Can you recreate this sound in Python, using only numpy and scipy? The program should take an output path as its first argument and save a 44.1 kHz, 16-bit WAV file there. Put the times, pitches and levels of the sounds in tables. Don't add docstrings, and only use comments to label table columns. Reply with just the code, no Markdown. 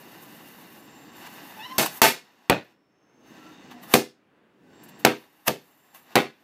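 import sys
import numpy as np
from scipy import signal
from scipy.fft import rfft, irfft, next_fast_len
from scipy.io import wavfile
from scipy.ndimage import map_coordinates

SR = 44100
rng = np.random.default_rng(int(sys.argv[2]) if len(sys.argv) > 2 else 0)


def generate_wav(sig):
    pcm = np.round(np.clip(np.atleast_2d(sig).T, -1, 1) * 32767).astype(np.int16)
    wavfile.write(sys.argv[1], SR, pcm)


N = 283690

# (time [s], crack [dB], boom [dB], report [dB],
# report tilt [dB/octave], spark fizz [dB], gust [dB], burn time [s])
BANGS = [(1.7814, -31.5, -28, -18.5, -1.5, -20, -66.5, 0.051),
         (2.0170, -10, -19, -12, 0.3, -15.5, -48.5, 0.065), (2.4970, -10, -22.5, -13, -3, -38, -30, .004),
         (3.9380, -4, -13, -17.5, -2.5, -20, -46.5, 0.0061),
         (5.0490, -4.5, -12.5, -14.5, -1, -28.5, -58, 0.0036),
         (5.4794, -11, -25.5, -23.5, -2.5, -31.5, -43, .004),
         (6.1548, -10.5, -16, -13, -2, -30, -62, 0.013)]
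# (frequency [Hz], time to fall 60 dB [s])
YARD_DECAY = [(100, 0.21), (450, 0.23), (750, .175), (2000, 0.23), (5000, 0.26), (13000, .18)]
# (frequency [Hz], level [dB])
SIZZLE_SPECTRUM = [(350, -26.5), (700, -1.5), (1000, -2), (2000, -5), (2500, -9.5), (2850, -4.5),
                   (3400, -13), (3700, -10), (4600, -14), (6500, -17.5), (8000, -22.5), (11000, -42)]
HISS_SPECTRUM = [(3000, -35.5), (6500, -10), (9000, -9.5), (11000, -4), (13000, 0), (14400, -0.5),
                 (15400, -5.5), (15700, -39.5)]


def cracker(crack_db, boom_db, report_db, tilt_db, fizz_db, gust_db, burn_s):
    # (frequency [Hz], level [dB])
    wall_modes = [(102, -19), (137, -7.5), (229, -0.5), (258, -4), (296, -8), (318, -2), (378, -2),
                  (409, -1), (497, 0), (570, -10), (630, -14), (688, -5), (756, -5.5)]
    # (frequency [Hz], level [dB])
    crack_spectrum = [(120, -22), (350, -8), (850, 7), (1500, 0), (2500, -0.5), (4200, -5), (6500, -10.5),
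                      (9500, -14), (14000, -9.5), (16000, -21)]
    report_spectrum = [(90, -24.5), (150, -5.5), (300, -2.5), (550, -1.5), (750, 2), (1100, -6.5),
                       (1250, -1.5), (1650, -5.5), (2200, -4), (3000, -8.5), (4400, -13), (5000, -22.5),
                       (6000, -21.5), (9000, -34.5)]
    fizz_spectrum = [(800, -27.5), (2500, -1.5), (4500, 1), (7000, -1), (9500, -3.5), (13500, 0.5),
                     (15300, -5.5), (15800, -26)]
    tear_s, round_trip_s, gust_s = 0.0048, 0.0082, 0.0053
    size = SR // 2
    t = np.arange(size) / SR
    onset = 1 - np.exp(-t / 0.00059)
    tear = amp(crack_db) * noise(crack_spectrum, size)
    spray = amp(fizz_db + 6) * noise(fizz_spectrum, size)
    crack = (tear + spray) * np.exp(-(t / tear_s) ** 4)
    ringing = np.zeros(size)
    for hz, db in wall_modes:
        decay = amp(db + rng.normal(0, 1.2) - 60 * t / along(YARD_DECAY, hz))
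        ringing += decay * np.cos(2 * np.pi * hz * (t - 0.002) + rng.normal(0, 0.3))
    boom = amp(boom_db - 3) * ringing * (1 - np.exp(-t / 0.0021))
    flutter_db = 4.5 * np.cos(2 * np.pi * t / round_trip_s) * np.exp(-t / 0.047)
    clumps = amp(flutter_db + 1.8 * wobble(300)[:size])
    tilted = [(hz, db + tilt_db * np.log2(hz)) for hz, db in report_spectrum]
    report = amp(report_db) * close_echoes(noise(tilted, size), share=0.37) * clumps
    sparks = amp(fizz_db) * close_echoes(noise(fizz_spectrum, size), share=0.24)
    blast = onset * (crack + boom + yard_tail(report + sparks, burn_s))
    low_cut = signal.butter(2, 68.04, "highpass", fs=SR, output="sos")
    gust = amp(gust_db + 10) * (1 - t / gust_s) * np.exp(-t / gust_s)
    return signal.sosfilt(low_cut, blast) + onset * gust


def crackers():
    out = np.zeros(N)
    for time, *blast in BANGS:
        add(out, time, cracker(*blast))
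    return out


def yard_tail(x, burn_s, sag_db_per_s=126.0):
    hz, t, spectra = signal.stft(x, SR, nperseg=256)
    sag_db = sag_db_per_s * np.minimum(t, burn_s)
    decay_db = 60 * np.maximum(t - burn_s, 0) / along(YARD_DECAY, hz)[:, None]
    return signal.istft(spectra * amp(-sag_db - decay_db), SR, nperseg=256)[1][:len(x)]


def flares():
    # (peak time [s], level [dB], 60 dB rise [s], 60 dB fall [s], hiss over sizzle [dB])
    spurts = [(.23, -49.5, .044, 0.098, 3), (1.273, -40, 0.11, 0.034, -8), (1.862, -22.5, 0.024, 0.051, -2),
              (1.976, -40, 0.41, 0.086, 5.5), (3.715, -43, 0.045, 0.12, -15),
              (3.835, -44.5, 0.064, 0.14, -3.5), (3.934, -32, 0.16, 0.074, -2),
              (4.839, -48.5, 0.021, 0.081, 7), (4.89, -47, 0.024, .06, 2), (4.998, -51, 0.036, 0.14, 5.5),
              (5.479, -17, 0.037, 0.047, -1.5), (5.948, -46, 0.026, 0.24, 0), (6.126, -51, 0.34, 0.2, -13)]
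    sizzle_power, hiss_power = np.zeros(N), np.zeros(N)
    for time, db, rise, fall, bright_db in spurts:
        t = clock() - time
        power = amp(db - 60 * np.maximum(-t / rise, t / fall)) ** 2
        sizzle_power += power / (1 + amp(bright_db) ** 2)
        hiss_power += power / (1 + amp(-bright_db) ** 2)
    sizzle = np.sqrt(sizzle_power) * close_echoes(noise(SIZZLE_SPECTRUM, N))
    hiss = np.sqrt(hiss_power) * close_echoes(noise(HISS_SPECTRUM, N))
    return sizzle + hiss


def fuse_whistle(waver=0.019, overtones_db=(-7, -6, -10, -27, -25)):
    # (time [s], pitch [Hz], fundamental level [dB], overtone gain [dB])
    course = [(1.56, 892, -62, -69), (1.57, 891, -52, -66), (1.592, 857, -44.5, -54),
              (1.612, 867, -42.5, -36.5), (1.64, 965, -54, -38), (1.666, 1014, -38.5, -39.5),
              (1.678, 960, -52, -51), (1.698, 1008, -52, -49), (1.726, 1037, -34, -43.5),
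              (1.74, 1025, -40.5, -74), (1.772, 1082, -42, -69)]
    pitch, db, shrill_db = curves(course)
    phase = 2 * np.pi * np.cumsum(pitch * (1 + waver * wobble(540))) / SR
    overtones = sum(amp(level + shrill_db + 2.6 * wobble(59.8)) * np.sin(k * phase)
                    for k, level in enumerate(overtones_db, 2))
    tone = np.sqrt(2) * (amp(db) * np.sin(phase) + overtones)
    sounding = (clock() > course[0][0]) & (clock() < course[-1][0])
    return sounding * amp(0.9 * wobble(80)) * tone


def flames(rush_db=-52.0, sizzle_db=-55.0, hiss_db=-79.5):
    # (frequency [Hz], level [dB])
    rush_spectrum = [(50, -25.5), (100, -13), (160, -2), (300, 1), (380, -5.5), (520, -9.5), (800, -15.5),
                     (1400, -42.5)]
    rush_drop_db, wood_drop_db = 18, 25.5
    head_hiss, head_sizzle = match_rows()
    wood = amp(-wood_drop_db * beaten_down())
    flicker = wobble(17)
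    grains = rng.standard_normal(N) * amp(wobble(900))
    flattened = beaten_down(down_s=0.67, recover_s=0.057)
    rush = amp(rush_db - rush_drop_db * flattened + flicker) * noise(rush_spectrum, N)
    sizzle_gain = np.hypot(amp(sizzle_db) * wood, head_sizzle) * amp(0.8 * flicker + 0.7 * wobble(35))
    sizzle = sizzle_gain * close_echoes(coloured(grains, SIZZLE_SPECTRUM), share=0.14)
    hiss_gain = np.hypot(amp(hiss_db) * wood, head_hiss) * sputter()
    hiss_gain *= amp(1.3 * wobble(17) + 1.2 * wobble(82))
    hiss = hiss_gain * close_echoes(noise(HISS_SPECTRUM, N), share=0.13)
    return rush + sizzle + hiss


def match_rows(edge_s=0.035):
    # (start [s], length [s], hiss [dB], sizzle [dB])
    rows = [(-.1, 0.88, -58, -55), (.76, 0.34, -65.5, -59.5), (1.144, 0.9, -56, -49),
            (2.107, 0.62, -77, -63.5), (3.26, 0.29, -72, -58), (5.059, 0.18, -64, -60),
            (5.228, 1, -69.5, -65), (6.21, .3, -77, -66)]
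    t, hiss, sizzle = clock(), np.zeros(N), np.zeros(N)
    for start, length, hiss_db, sizzle_db in rows:
        alight = (np.tanh((t - start) / edge_s) - np.tanh((t - start - length) / edge_s)) / 2
        hiss += amp(hiss_db) * alight
        sizzle += amp(sizzle_db) * alight
    return hiss, sizzle


def sputter(rate=5.5, jump=0.46, life_s=0.017, count=120):
    gaps, sizes = rng.exponential(1, (count, 2)).T
    starts = np.round(np.cumsum(gaps) / rate * SR).astype(int)
    heard = starts < N
    kicks = np.bincount(starts[heard], jump * np.minimum(sizes[heard], 2), N)
    return 1 + signal.lfilter([1], [1, -np.exp(-1 / (life_s * SR))], kicks)


def beaten_down(down_s=0.73, recover_s=0.06, full_blast_db=-12.5):
    down = np.zeros(N)
    for time, crack_db, *_ in BANGS:
        age = clock() - time
        force = min(amp(crack_db - full_blast_db), 1)
        lying = (age > 0) * (1 - np.tanh((age - down_s) / (2 * recover_s))) / 2
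        down = np.maximum(down, force * lying)
    return down


def thin_tones(relative_width=0.019, drop_db=12.5):
    # (start [s], length [s], pitch [Hz], level [dB])
    tones = [(.7, .7, 7330, -65), (1.58, .25, 5470, -59), (1.7, .3, 6350, -57), (2.05, .3, 5300, -58),
             (2.35, 1.2, 5380, -73), (2.85, .9, 6290, -68), (4.66, .45, 7500, -67), (5.55, .65, 7370, -63),
             (3.37, .17, 1345, -54), (3.48, .16, 3680, -60), (4.64, .15, 1520, -63), (3.33, .22, 312, -52),
             (3.66, .23, 245, -53), (3.72, .11, 720, -55)]
    out = np.zeros(N)
    for start, length, pitch, db in tones:
        swell = np.sin(np.pi * np.clip((clock() - start) / length, 0, 1))
        white = rng.standard_normal(N)
        tone = filtered(white, lambda hz: 1 / (1 + ((hz / pitch - 1) / relative_width) ** 2))
        out += amp(db) * swell * unit(tone)
    return out * amp(1.6 * wobble(8.5) - drop_db * beaten_down())


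def close_echoes(x, share=0.25, count=8, ground_s=0.0011, ground_gain=0.3):
    delays_s = rng.uniform(0.0018, 0.014, count)
    echoes = np.zeros(SR // 20)
    echoes[0], echoes[round(ground_s * SR)] = 1, ground_gain
    echoes[np.round(delays_s * SR).astype(int)] = share * rng.choice([-1, 1], count)
    return unit(signal.fftconvolve(x, echoes)[:len(x)])


def distant_air(level_db=-67.5):
    # (frequency [Hz], level [dB])
    air_spectrum = [(70, -13), (280, 3.5), (700, -5), (1500, -7), (3000, -14.5), (6000, -35), (14000, -38)]
    return amp(level_db + 1.9 * wobble(6)) * noise(air_spectrum, N)


def amp(db):
    return 10 ** (np.asarray(db) / 20)


def unit(x):
    return x / np.sqrt(np.mean(x ** 2) + 1e-20)


def along(points, hz):
    frequencies, values = np.transpose(points)
    return np.interp(np.log(hz + 1), np.log(frequencies + 1), values)


def clock():
    return np.arange(N) / SR


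def curves(rows):
    times, *columns = np.transpose(rows)
    return [np.interp(clock(), times, column) for column in columns]


def wobble(rate):
    return map_coordinates(rng.standard_normal(int(N * rate / SR) + 4), [clock() * rate])


def filtered(x, response):
    size = next_fast_len(len(x) + 8192)
    return irfft(rfft(x, size) * response(np.fft.rfftfreq(size, 1 / SR)), size)[:len(x)]


def coloured(x, spectrum):
    lowest_hz = spectrum[0][0]
    return unit(filtered(x, lambda hz: amp(along(spectrum, hz)) * np.minimum(hz / lowest_hz, 1) ** 2))


def noise(spectrum, size):
    return coloured(rng.standard_normal(size), spectrum)


def add(track, start_s, sound):
    part = track[round(start_s * SR):][:len(sound)]
    part += sound[:len(part)]


def scene():
    lull = amp(-13 * np.exp(-((clock() - 2.015) / 0.011) ** 2))
    fire = (flames() + flares()) * lull + fuse_whistle()
    background = thin_tones() + distant_air()
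    return (crackers() + fire + background)[None]


def record(dry, ceiling=1.0, top_hz=15900):
    rounded = dry[0] / (1 + np.abs(dry[0] / ceiling) ** 4) ** (1 / 4)
    return filtered(rounded, lambda hz: 1 / (1 + (hz / top_hz) ** 140))[None]


dry = scene()
out = record(dry)
generate_wav(out)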